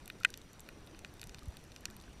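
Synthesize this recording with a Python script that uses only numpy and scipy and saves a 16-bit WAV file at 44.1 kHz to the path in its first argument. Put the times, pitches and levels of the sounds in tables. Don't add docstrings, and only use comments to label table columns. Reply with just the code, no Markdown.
import sys
import numpy as np
from scipy import signal
from scipy.fft import rfft, irfft
from scipy.io import wavfile
from scipy.ndimage import uniform_filter1d

SR = 44100
rng = np.random.default_rng(int(sys.argv[2]) if len(sys.argv) > 2 else 0)


def wav_record(signal):
    frames = np.transpose(np.atleast_2d(signal))
    bounded = np.clip(frames, -1, 1)
    quanta = np.round(bounded * 32767).astype(np.int16)
    wavfile.write(sys.argv[1], SR, quanta)


N = 97020


def amp(db):
    return 10 ** (np.asarray(db) / 20)


def unit(x):
    return x / np.sqrt(np.mean(abs(x) ** 2) + 1e-20)


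def add(mix, s, sound):
    part = mix[max(round(s * SR), 0):][:len(sound)]
    part += sound[:len(part)]


def band(x, hz, kind, order=2):
    return signal.sosfilt(signal.butter(order, hz, kind, fs=SR, output="sos"), x)


def delayed(x, s):
    hz = np.fft.rfftfreq(len(x), 1 / SR)
    return irfft(rfft(x) * np.exp(-2j * np.pi * hz * s), len(x))


def scattered(pulse, share, fade_s):
    t = np.arange(len(pulse)) / SR
    return pulse + share * abs(pulse).max() * rng.standard_normal(len(t)) * amp(-60 * t / fade_s)


def wash(level_db=-56, patch_db=1.75, flicker_db=-0.1, size=512):
    # (pitch [Hz], relative level [dB])
    tone = [(25, 0), (50, 0), (100, -2), (200, -5.5), (350, -9.5), (600, -13.5), (1000, -16.5), (1700, -19),
            (2600, -21.5), (4200, -25), (6000, -28.5), (8000, -32), (10500, -34.5), (13000, -41.5),
            (15000, -48)]
    slices = signal.stft(rng.standard_normal(N), nperseg=size)[2]
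    patches = uniform_filter1d(rng.standard_normal(slices.shape), size=5, axis=0)
    patches = unit(uniform_filter1d(patches, size=6, axis=1))
    flicker = unit(uniform_filter1d(rng.standard_normal(slices.shape[1]), size=4))
    stirred = signal.istft(slices * amp(patch_db * patches + flicker_db * flicker), nperseg=size)[1][:N]
    hz, db = np.transpose(tone)
    colour = amp(np.interp(np.log(np.fft.rfftfreq(N, 1 / SR) + 1), np.log(hz + 1), db))
    return amp(level_db) * unit(irfft(rfft(stirred) * colour, N))


def eddies(levels, low_hz, high_hz):
    churn = unit(band(rng.standard_normal(N), [low_hz, high_hz], "band"))
    return churn * amp(np.interp(np.arange(N) / SR, *np.transpose(levels)))


def swirling_water():
    # (time [s], level [dB])
    rumble = [(0, -65), (.5, -74), (1.1, -69), (1.28, -58), (1.43, -64), (1.62, -65.5), (1.95, -65),
              (2.08, -55.5), (2.2, -54.5)]
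    # (time [s], level [dB])
    slosh = [(0, -68), (.75, -65.5), (.92, -65), (1.15, -64.5), (1.75, -73), (1.9, -61.5), (2.2, -66)]
    return eddies(rumble, low_hz=23, high_hz=75) + eddies(slosh, low_hz=119, high_hz=372)


def whine(width_hz=6):
    pitches = [5845, 5874, 8781, 11719, 14626]
    levels = [-77, -80, -82, -90, -90]
    t, out = np.arange(N) / SR, np.zeros(N)
    for hz, db in zip(pitches, levels):
        drift = np.sqrt(2 * np.pi * width_hz / SR) * np.cumsum(rng.standard_normal(N))
        out += amp(db) * np.sqrt(2) * np.sin(2 * np.pi * hz * t + drift)
    return out


def housing(size=1536):
    # (pitch [Hz], relative level [dB], time to fade by 60 dB [s])
    notes = [(1494, -31.5, 0.022), (1580, -27.5, 0.018), (1870, -24.5, 0.026), (2030, -27.5, 0.022),
             (2495, -18, .012), (2835, -23, 0.013), (3570, -35, 0.012), (4240, -43, 0.018),
             (6460, -30.5, 0.0036), (7480, -30, 0.0063), (8800, -42, 0.0066), (9470, -46, 0.012),
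             (10800, -52, 0.0073), (13400, -39, .006)]
    t = np.arange(size) / SR
    return sum(amp(db - 60 * t / fade_s) * np.sin(2 * np.pi * hz * t) for hz, db, fade_s in notes)


def snap(levels_db, filters, crack=0.99, echo_spread=.4, window_s=.006):
    # (delay [ms], typical strength [ratio])
    case_echoes = [(0.583, 0.2), (0.967, 0.13)]
    ring = housing()
    pulse = scattered(ring / abs(ring).max(), share=0.34, fade_s=0.0065)
    pulse += crack * signal.unit_impulse(len(ring))
    echoes = sum(share * (1 + echo_spread * rng.uniform(-1, 1)) * delayed(pulse, ms / 1000)
                 for ms, share in case_echoes)
    parts = [amp(db) * unit(signal.sosfilt(sos, pulse - echoes)) for sos, db in zip(filters, levels_db)]
    return sum(parts) * np.sqrt(window_s * SR / len(pulse))


def shrimp(near_gain_db=-0.5, far_per_s=60):
    # (low edge [Hz], high edge [Hz])
    snap_bands = [(1300, 3200), (3450, 5350), (5700, 8100), (8600, 13200)]
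    # (time [s], body [dB], click [dB], crack [dB], fizz [dB])
    near_snaps = [(0.0578, -81, -60, -59, -59), (0.078, -53.5, -59, -63, -50.5),
                  (0.1005, -43, -48.5, -77, -59), (0.2018, -81, -62, -84, -65),
                  (0.2336, -49, -53, -58, -63), (0.3035, -72, -58.5, -56.5, -56.5),
                  (0.3402, -52.5, -47, -53, -63), (0.3749, -69, -60.5, -57, -53.5),
                  (0.416, -70, -60, -63.5, -76), (0.5317, -82, -72, -61, -63),
                  (0.595, -64, -60.5, -56, -68), (0.6046, -81, -84, -61, -54), (0.6888, -49, -57, -71, -60),
                  (0.865, -82, -83, -75, -66), (0.873, -64, -58.5, -84, -66), (0.947, -58, -61, -86, -85),
                  (0.9911, -61, -63, -58.5, -60.5), (1.0474, -45, -51.5, -59, -67),
                  (1.1395, -83, -68, -73, -63), (1.1953, -62, -57, -64, -67),
                  (1.2152, -58, -50, -54.5, -52.5), (1.23, -50, -54, -73, -62),
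                  (1.2397, -62, -58, -56.5, -57), (1.2712, -80, -63, -60, -59.5),
                  (1.2941, -58.5, -55.5, -57.5, -66), (1.3453, -52.5, -53, -55.5, -68),
                  (1.3849, -61, -58, -80, -71), (1.3913, -80, -58.5, -66, -64.5),
                  (1.432, -86, -66, -66, -68), (1.457, -78, -77, -66, -66), (1.484, -75, -81, -68, -66),
                  (1.5693, -60.5, -54, -69, -58), (1.64, -68, -67, -76, -62.5), (1.719, -63, -59, -68, -69),
                  (1.7621, -56.5, -53, -59.5, -63), (1.808, -84, -83, -68, -64),
                  (1.8547, -43.5, -41.5, -40, -51), (1.9013, -66, -60.5, -71, -63),
                  (1.909, -79, -71, -60.5, -68), (1.9657, -65, -62.5, -70, -55.5),
                  (2, -85, -60.5, -65, -74), (2.0126, -76, -60, -66, -68), (2.023, -75, -79, -74, -65.5),
                  (2.038, -65, -63, -87, -85)]
    far_levels = [-79, -78, -80, -84]
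    out = np.zeros(N)
    filters = [signal.butter(4, edges, "band", fs=SR, output="sos") for edges in snap_bands]
    for s, *levels_db in near_snaps:
        add(out, s, amp(near_gain_db) * snap(levels_db, filters))
    for _ in range(round(far_per_s * N / SR)):
        size_db = 2.5 * min(rng.exponential(), 2)
        colour_db = rng.uniform(-3, 3, len(far_levels))
        add(out, rng.random() * N / SR, snap(np.array(far_levels) + size_db + colour_db, filters))
    return out


def bubbles(rise_cycles=3.1, glide_per_cycle=-0.0035, size=6000):
    # (time [s], starting pitch [Hz], level [dB])
    blips = [(0.209, 1390, -47), (.296, 1600, -53), (0.927, 338, -52), (1.422, 1260, -52),
             (1.837, 1770, -54.5), (1.883, 1790, -52.5), (1.891, 219, -53), (2.078, 1580, -55)]
    out = np.zeros(N)
    for s, hz, db in blips:
        cycles = hz * np.arange(size) / SR
        swell = cycles / rise_cycles * np.exp(1 - cycles / rise_cycles)
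        sinking_hz = hz * np.exp(glide_per_cycle * cycles)
        add(out, s, amp(db) * swell * np.sin(2 * np.pi * np.cumsum(sinking_hz) / SR))
    return out


def knock(start_s=.2482, gain_db=2, wall_hz=1310, soften_hz=10400):
    # (delay [ms], strength [ratio; minus flips the wave])
    echoes = [(1.06, -0.66), (1.95, 0.83), (6.49, -0.083)]
    ring, out = housing(), np.zeros(N)
    blow = ring + sum(strength * delayed(ring, ms / 1000) for ms, strength in echoes)
    blow = scattered(blow, share=.04, fade_s=0.0061)
    blow = band(blow, wall_hz, "high", order=8)
    add(out, start_s, amp(gain_db) * band(blow, soften_hz, "low", order=3))
    return out


def shoves(start_hz=300, end_hz=56.6, sag_s=0.0048, peak_s=0.017, width_s=.0062):
    # (time [s], level [dB])
    pushes = [(1.416, -48), (1.472, -33)]
    t, out = np.arange(4096) / SR, np.zeros(N)
    hz = end_hz + (start_hz - end_hz) * np.exp(-t / sag_s)
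    swell = 1 / np.cosh((t - peak_s) / width_s)
    wobble = swell * np.sin(2 * np.pi * np.cumsum(hz) / SR)
    for s, db in pushes:
        add(out, s, amp(db) * wobble)
    return out


def scene():
    water = wash() + swirling_water() + shoves() + bubbles()
    return (water + whine() + knock() + shrimp())[None]


def record(dry, edge_hz=15800):
    treble_cut = signal.firwin(161, edge_hz, window=("kaiser", 8), fs=SR)
    return signal.oaconvolve(dry, treble_cut[None], "same")


dry = scene()
out = record(dry)
wav_record(out)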